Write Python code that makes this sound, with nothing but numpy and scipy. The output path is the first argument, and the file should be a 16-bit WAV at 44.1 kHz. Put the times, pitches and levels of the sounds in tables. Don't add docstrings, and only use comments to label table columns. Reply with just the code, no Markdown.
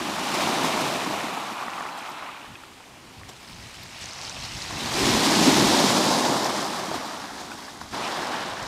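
import sys
import numpy as np
from scipy import signal
from scipy.fft import rfft, irfft, next_fast_len
from scipy.io import wavfile
from scipy.ndimage import uniform_filter1d

SR = 44100
rng = np.random.default_rng(int(sys.argv[2]) if len(sys.argv) > 2 else 0)


def ratio(d):
    e = np.asarray(d, float) / 20
    return 10 ** e


def dump(signal):
    limited = np.clip(np.atleast_2d(signal).T, -1, 1)
    pcm = np.round(limited * 32767).astype(np.int16)
    wavfile.write(sys.argv[1], SR, pcm)


N = 382347
TIME = np.arange(N) / SR

# (time [s], pull [dB])
DRAG = [(0, -53), (1.2, -47), (2, -42), (2.8, -66), (3.5, -49.5), (3.94, -44), (4.0, -42), (4.3, -40),
        (4.65, -37.5), (4.9, -34), (5.1, -26), (6.2, -50), (6.6, -34), (6.9, -45), (7.9, -44.5), (8, -38),
        (8.67, -40)]
# (time [s], turn [0-1])
TURN = [
    (0, 0.42),
    (1.8, 0.23),
    (4.3, 0.1),
    (5.2, 0.58),
    (6.4, 0.77),
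    (8.67, 1),
]


def read(points, hz):
    f, value = np.transpose(points)
    return np.interp(np.log(hz + 1), np.log(f + 1), value)


def columns(rows, t):
    s, *values = np.vstack(rows).T
    return [np.interp(t, s, v) for v in values]


def evened(x):
    return x / np.sqrt(np.mean(x ** 2) + 1e-20)


def both(a_db, b_db):
    return 10 * np.log10(ratio(a_db) ** 2 + ratio(b_db) ** 2)


def wobble(hz):
    size = max(int(SR / hz / 2), 1)
    noise = uniform_filter1d(rng.standard_normal(N), size)
    return evened(uniform_filter1d(noise, size))


def surges(rows, order=2):
    t = TIME[::64]
    swell_db = sum(db * np.exp(-(2.18 * (t - s) / length) ** order) for s, db, length in rows)
    return np.interp(TIME, t, swell_db)


def clicks(per_s, spread_db):
    out = np.zeros(N)
    hit = np.flatnonzero(rng.random(N) < per_s / SR)
    size, sign = rng.random((N // 4, 2))[:len(hit)].T
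    out[hit] = ratio(-spread_db * np.log(size + 0.03)) * np.sign(sign - .5)
    return evened(out)


def churn(per_s, spread_db, grain):
    grain = np.clip(grain, 0, 1)
    near = np.sqrt(grain) * clicks(per_s, spread_db)
    return near + np.sqrt(1 - grain) * rng.standard_normal(N)


def colour(x, points):
    log_gain = np.log(ratio(read(points, abs(np.fft.fftfreq(4096, 1 / SR)))))
    taps = np.fft.ifft(np.exp(np.conj(signal.hilbert(log_gain)))).real[:2048]
    return evened(signal.oaconvolve(x, taps)[:N])


def patchy(x, patch_db, tilt_db=None):
    hz, t, z = signal.stft(x, SR, nperseg=512, noverlap=384)
    patches = uniform_filter1d(rng.standard_normal(z.shape), size=8, axis=0)
    field_db = patch_db * evened(uniform_filter1d(patches, size=16, axis=1))
    if tilt_db is not None:
        slope = np.clip(np.log2(hz / 7000 + 1e-9) / np.log2(12 / 7), 0, 2)
        field_db = field_db + np.outer(slope, np.interp(t, TIME, tilt_db))
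    return signal.istft(z * ratio(field_db), SR, nperseg=512, noverlap=384)[1][:N]


def resonate(x, hz, width):
    turn = np.exp(2j * np.pi * np.cumsum(hz) / SR)
    r = np.exp(-np.pi * width / SR)
    smooth = signal.lfilter([1], [1, -2 * r, r * r], x / turn)
    return evened((turn * smooth).real)


def pings(lo_hz, hi_hz, cycles, count):
    when, pitch, size = rng.random((count, 3)).T[:, :, None]
    k = np.arange(400)
    step = lo_hz * (hi_hz / lo_hz) ** pitch / SR
    height = ratio(-4.0 * np.log(size + 0.19)) * np.sqrt(step)
    envelope = height * np.minimum(step * k, 1) * np.exp(-step * k / cycles)
    rings = envelope * np.sin(2 * np.pi * step * k)
    places = (when * N).astype(int) + k
    return evened(np.bincount(places.ravel(), rings.ravel(), minlength=N)[:N])


def calm(level_db):
    return np.clip((-24 - uniform_filter1d(level_db, size=8000)) / 22, 0, 1)


def add(mix, s, sound):
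    part = mix[round(s * SR):][:len(sound)]
    part += sound[:len(part)]


def singles(rows, t60, rise, glide, partner):
    out = np.zeros(N)
    t = np.arange(2000) / SR
    for (s, db, hz, *own), (a, b) in zip(rows, rng.random((len(rows), 2))):
        decay = ratio(-60 * t / (own[0] if own else t60)) * np.minimum(t / rise, 1) ** 2
        turn = 2 * np.pi * hz * t * (1 + glide * t)
        upper = np.sin(turn * (1.267 + 0.51 * a))
        lower = np.sin(turn * (0.505 + 0.32 * b))
        ring = decay * (np.sin(turn) + partner * (upper + lower))
        add(out, s, -ratio(db) * ring / abs(ring).max())
    return out


def distant_surf():
    # (frequency [Hz], density [dB per Hz])
    sea_spectrum = [(60, -19), (259, 3.5), (455, 0.5), (673, -1.5), (1910, -7), (3340, -8), (8470, -14.5),
                    (15500, -30)]
    return ratio(-50) * patchy(colour(rng.standard_normal(N), sea_spectrum), 1.0)


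def breeze():
    # (time [s], level [dB])
    breeze_levels = [(0, -58), (.8, -63), (1.2, -92), (2.3, -64), (2.9, -58), (4.3, -51), (5, -43),
                     (5.7, -42), (6.1, -67), (7.7, -56.5), (8.67, -54)]
    # (time [s], surge [dB], length [s])
    eddy_rows = [(.175, 4, .06), (1.761, 9, .11), (2.509, 14, 0.078), (2.978, 5, .1), (3.22, 9, .16),
                 (3.52, 9.5, 0.056), (3.61, 9, 0.15), (3.81, 5, 0.13), (4.04, 7, 0.064), (4.43, 7.5, 0.14),
                 (4.56, 8.5, 0.057), (4.754, 8, 0.052), (5.1, 11, 0.27), (5.483, -5, 0.093),
                 (5.697, 5, .07), (5.941, 6, .07), (6.366, 6, .09), (6.984, 10, .07), (7.2, 6, .06),
                 (7.383, 4, .15), (7.832, 13, 0.073), (7.932, 14.5, .05), (8.2, 1, 0.095),
                 (8.635, 13.5, 0.073)]
    # (frequency [Hz], density [dB per Hz])
    gust_spectrum = [(15, -18), (30, -6), (60, 0.5), (110, 3.5), (200, -2.5), (330, -13.5), (500, -38),
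                     (4000, -90)]
    gust_db, = columns(breeze_levels, TIME)
    gust_db = gust_db + surges(eddy_rows, order=4) + 1.3 * wobble(29)
    return ratio(gust_db) * colour(rng.standard_normal(N), gust_spectrum)


def draining():
    start_s, end_s = 2.8, 5.0
    pull_db, = columns(DRAG, TIME)
    outside = np.maximum(np.maximum(start_s - TIME, TIME - end_s), 0)
    return pull_db - 100 * outside


def backwash(slaps):
    # (frequency [Hz], density [dB per Hz])
    drain_spectrum = [(800, -21), (1300, -5), (2470, 0), (3200, -2.5), (5000, 1), (7600, -7.5), (9500, -15),
                      (15700, -36)]
    drive = churn(5000, 6.6, 0.46) + .3 * pings(2490, 7700, 9.0, count=2500)
    hiss = colour(drive, drain_spectrum)
    fine_db = 11 - 0.84 * np.clip(draining() + 50, 0, 9)
    return ratio(draining() - 1.5 + 1.6 * slaps) * patchy(hiss, 1.8, fine_db)


def stones():
    # (frequency [Hz], density [dB per Hz])
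    stone_spectrum = [(500, -35.5), (1500, 1.5), (2600, -16), (4500, -2.5), (6500, -9.5), (9000, -12.5),
                      (15000, -41)]
    clatter_db = columns(DRAG, TIME)[0] - 6
    t = np.arange(1, 260) / SR
    clumps = ratio(2.5 * wobble(40))
    knocks = 0
    for hz in np.geomspace(2000, 8000, 7):
        cycles = t * hz
        envelope = cycles ** 2 * np.exp(-cycles / 0.88)
        ring = ratio(read(stone_spectrum, hz)) * np.sqrt(hz) * envelope * np.sin(2 * np.pi * cycles)
        knocks = knocks + signal.oaconvolve(clicks(200, 4.1) * clumps, ring)[:N]
    return ratio(clatter_db) * evened(knocks)


def stone_knocks():
    # (time [s], peak [dB], pitch [Hz])
    knock_rows = [(2.381, -35, 1820), (3.234, -29, 1850), (3.273, -35, 1850), (3.3424, -41, 2430),
                  (3.447, -35, 3610), (3.5214, -37, 3070), (3.5297, -31, 3740), (3.2854, -37, 5050),
                  (3.2914, -33, 5800), (3.2974, -35, 7500), (3.991, -35, 6030), (4.0123, -31, 4560),
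                  (4.0414, -24, 5630), (4.0582, -23, 6300), (4.1101, -26, 4450), (4.1344, -26, 6260),
                  (4.2142, -21.5, 4630), (4.2448, -31, 4730), (4.2514, -22, 4500), (4.296, -22, 5750),
                  (4.326, -29, 4760), (4.45, -24, 4430), (4.5829, -28, 5190), (4.6194, -39, 5360),
                  (6.445, -14, 5500), (6.6457, -21, 5100), (6.7609, -31, 5270)]
    return singles(knock_rows, t60=0.0036, rise=0.00036, glide=0, partner=0.15)


def droplet_ticks():
    # (time [s], peak [dB])
    tick_rows = [(0.3486, -35), (0.9223, -38), (1.1897, -39), (1.3454, -39), (1.4032, -36), (1.5299, -39),
                 (1.9784, -38), (2.0148, -46), (2.0996, -38), (3.8342, -34), (3.9903, -41), (4.1844, -47),
                 (4.9352, -34), (6.6648, -32), (8.1798, -38)]
    pitched = [(*row, 12500) for row in tick_rows]
    return singles(pitched, t60=.002, rise=0.0003, glide=0, partner=.2)


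def bubble_plops():
    # (time [s], peak [dB], pitch [Hz], t60 [s])
    plop_rows = [(1.137, -19.5, 694, 0.03), (1.374, -19, 890, 0.029), (1.682, -20, 1130, 0.018),
                 (1.755, -29, 1090, 0.016), (1.783, -21.5, 1160, 0.023), (1.807, -20, 1100, 0.017),
                 (1.853, -21.5, 950, 0.02), (1.862, -25, 1230, 0.026), (1.952, -36, 824, 0.025),
                 (2.089, -27, 1250, 0.025), (2.224, -25, 1070, 0.025), (2.288, -26, 1170, 0.027),
                 (2.445, -29.5, 1090, 0.018), (2.554, -30, 2490, 0.027), (2.635, -32, 1330, 0.022),
                 (2.803, -35, 890, 0.022), (3.213, -36, 1070, 0.025), (3.297, -34, 480, 0.022),
                 (4.325, -35, 725, 0.027), (4.368, -31, 960, 0.017), (4.04, -35, 524, 0.035),
                 (4.706, -26.5, 1075, 0.035), (6.914, -19, 650, 0.022), (6.947, -28, 985, 0.027),
                 (7.516, -26, 1420, 0.037), (7.682, -30, 1080, 0.035), (7.813, -23.5, 1020, 0.023),
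                 (7.943, -28, 890, 0.021), (8.343, -25, 880, 0.023)]
    return singles(plop_rows, t60=.03, rise=0.00057, glide=2.6, partner=0.45)


def foam(slaps):
    # (time [s], amount [dB], commonest bubble's pitch [Hz], small bubbles against large [dB])
    foam_rows = [(0, -34.5, 970, -2), (.5, -28, 890, -2.5), (.8, -27, 860, -5), (1.2, -32.5, 940, -3),
                 (1.8, -35.5, 1104, -8), (2.28, -41, 1050, -2.5), (2.75, -57, 1090, 0.5),
                 (3.9, -52.5, 920, -0.5), (4.25, -44.5, 950, -8), (4.55, -47, 930, -8),
                 (5.08, -28, 860, -0.5), (5.6, -23, 755, -3), (6.3, -25, 810, -8.5),
                 (7.1, -36.5, 920, -5.5), (7.9, -48.5, 960, -3.5), (7.95, -31.5, 870, -5.5),
                 (8.4, -34, 890, -2), (8.67, -36.5, 846, -4)]
    # (frequency [Hz], density [dB per Hz])
    small_spectrum = [(300, -25), (800, -26.5), (1300, -0.5), (2000, -6.5), (3000, -1.5), (4000, -4.5),
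                      (6000, -35), (15000, -82)]
    large_db, large_hz, share_db = columns(foam_rows, TIME)
    splash_hz = surges([(8.05, 800, 0.059)])
    small_db = both(large_db + share_db, draining() - 9)
    small_db = small_db + 3.5 * splash_hz / 800
    small_hz = 2370 + (1760 - 2370) * columns(TURN, TIME)[0] + splash_hz
    spread = np.clip(.27 * np.minimum(870 / large_hz, 1) ** 2, 0, .6)
    large = 0
    for step, db in [(-1.125, -2.5), (-0.13, -5.5), (0.91, -3.5)]:  # (steps of spread from the middle size, dB)
        large = large + ratio(db) * resonate(churn(300, 3.2, 0.4), large_hz * (1 + step * spread), 550)
    drive = churn(2500, 3.0, 0.4) + 0.24 * calm(small_db) * pings(1167, 3840, 2.3, count=1200)
    fizz = colour(drive, small_spectrum)
    small = patchy(evened(fizz + 0.58 * resonate(fizz, small_hz, 1290)), 0.64)
    return ratio(large_db + 0.8 * slaps) * evened(large) + ratio(small_db + 0.53 * slaps) * small


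def crest(slaps):
    # (time [s], force [dB])
    crest_rows = [(0, -38.5), (.42, -33), (.78, -32.5), (1.5, -45.5), (2.2, -54.5), (2.8, -61), (4.3, -64),
                  (4.8, -42), (4.92, -40), (4.94, -32), (5.07, -26), (5.55, -22.5), (6.1, -25.5),
                  (6.6, -33.5), (7.15, -42), (7.91, -48), (7.94, -38.5), (8.67, -44)]
    # (time [s], surge [dB], length [s])
    pocket_rows = [(4.834, 4.5, 0.062), (5.073, 6, 0.056), (5.473, 7, 0.063), (5.95, -1, .4),
                   (1.1, 1.5, .5), (6.301, 6, 0.025), (6.939, 6.5, 0.056), (7.962, 1.5, .1),
                   (8.191, 4, .03)]
    # (frequency [Hz], density [dB per Hz])
    thud_spectrum = [(60, -17), (120, -12), (200, -1.5), (280, 2), (380, 0), (470, -11.5), (700, -17),
                     (1500, -75.5)]
    # (frequency [Hz], density [dB per Hz])
    spray_spectrum = [(1200, -20.5), (2500, -8.5), (3500, -1.5), (5000, -4), (7000, -5.5), (10000, -13),
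                      (13000, -19.5), (15700, -28)]
    spray_db, = columns(crest_rows, TIME)
    turn, = columns(TURN, TIME)
    thud_db = -25 + 1.03 * (spray_db + 25) + 2.5 + surges(pocket_rows)
    thud_db = thud_db - 3.5 * turn
    mist_db = 4 + 0.1564 * (-37 - spray_db) - 3.5 * turn
    thud = patchy(colour(churn(400, 2.9, 0.47), thud_spectrum), 0.99)
    drive = churn(5000, 4.2, .4) + 0.15 * calm(spray_db) * pings(2990, 13850, 6.7, count=3000)
    spray = patchy(colour(drive, spray_spectrum), 0.63, mist_db)
    sizzle = 0.48 * turn
    spray = (spray + sizzle * resonate(spray, np.full(N, 5010), 3140)) / (1 + sizzle)
    return ratio(thud_db + 0.36 * slaps) * thud + ratio(spray_db + 1.0 * slaps) * spray


def hollowed(x):
    band_filter = signal.butter(2, (2420, 3300), "band", fs=SR, output="sos")
    band = signal.sosfiltfilt(band_filter, x)
    depth = surges([(6.93, 0.16, 2.9)], order=6)
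    return x - np.clip(depth, 0, 1) * band


def shore(x):
    size = next_fast_len(N + 200)
    hz = np.fft.rfftfreq(size, 1 / SR)
    bounce = 0.22 * np.exp(-(hz / 1500) ** 2 - 2j * np.pi * hz / (2 * 455))
    low_cut = np.minimum(hz / 130, 1) ** 2
    return irfft(rfft(x, size) * (1 + bounce) * low_cut, size)[:N]


def scene():
    # (time [s], surge [dB], length [s])
    slap_rows = [(0.349, 3.5, 0.021), (0.414, 2.7, 0.073), (0.644, 2.5, 0.027), (1.197, 2.5, 0.02),
                 (1.761, 2.1, 0.031), (1.856, -2, 0.024), (2.09, 3.5, 0.061), (3.233, -5, 0.024),
                 (3.293, 7, 0.024), (4.016, 2, 0.028), (4.215, 2, 0.06), (4.455, 0.5, 0.032),
                 (6.949, 4, 0.05), (7.523, 2, 0.038), (7.817, 6, 0.015), (8.062, -1, 0.048),
                 (8.156, 2.1, 0.23), (8.351, 4, 0.044)]
    slaps = 0.051 * wobble(11) + 0.57 * wobble(23) + 0.54 * wobble(64) + surges(slap_rows)
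    near = hollowed(crest(slaps) + foam(slaps) + stones())
    water = shore(near + distant_surf() + backwash(slaps))
    mono = water + bubble_plops() + stone_knocks() + droplet_ticks() + breeze()
    return np.array([mono, mono])


def band_limit(x):
    return signal.sosfilt(signal.butter(12, 15720, fs=SR, output="sos"), x)


def record(dry):
    dull = signal.lfilter([.06], [1, -.94], np.roll(dry[0], 700))
    faint = ratio(-45.5) * dull * ratio(8.7 * wobble(14.0))
    edge = signal.firwin(511, 15650, window=("kaiser", 9), fs=SR)
    limited = signal.oaconvolve(dry + np.outer([1, -1], faint), edge[None], "same", axes=1)
    return band_limit(limited)


dry = scene()
out = record(dry)
dump(out)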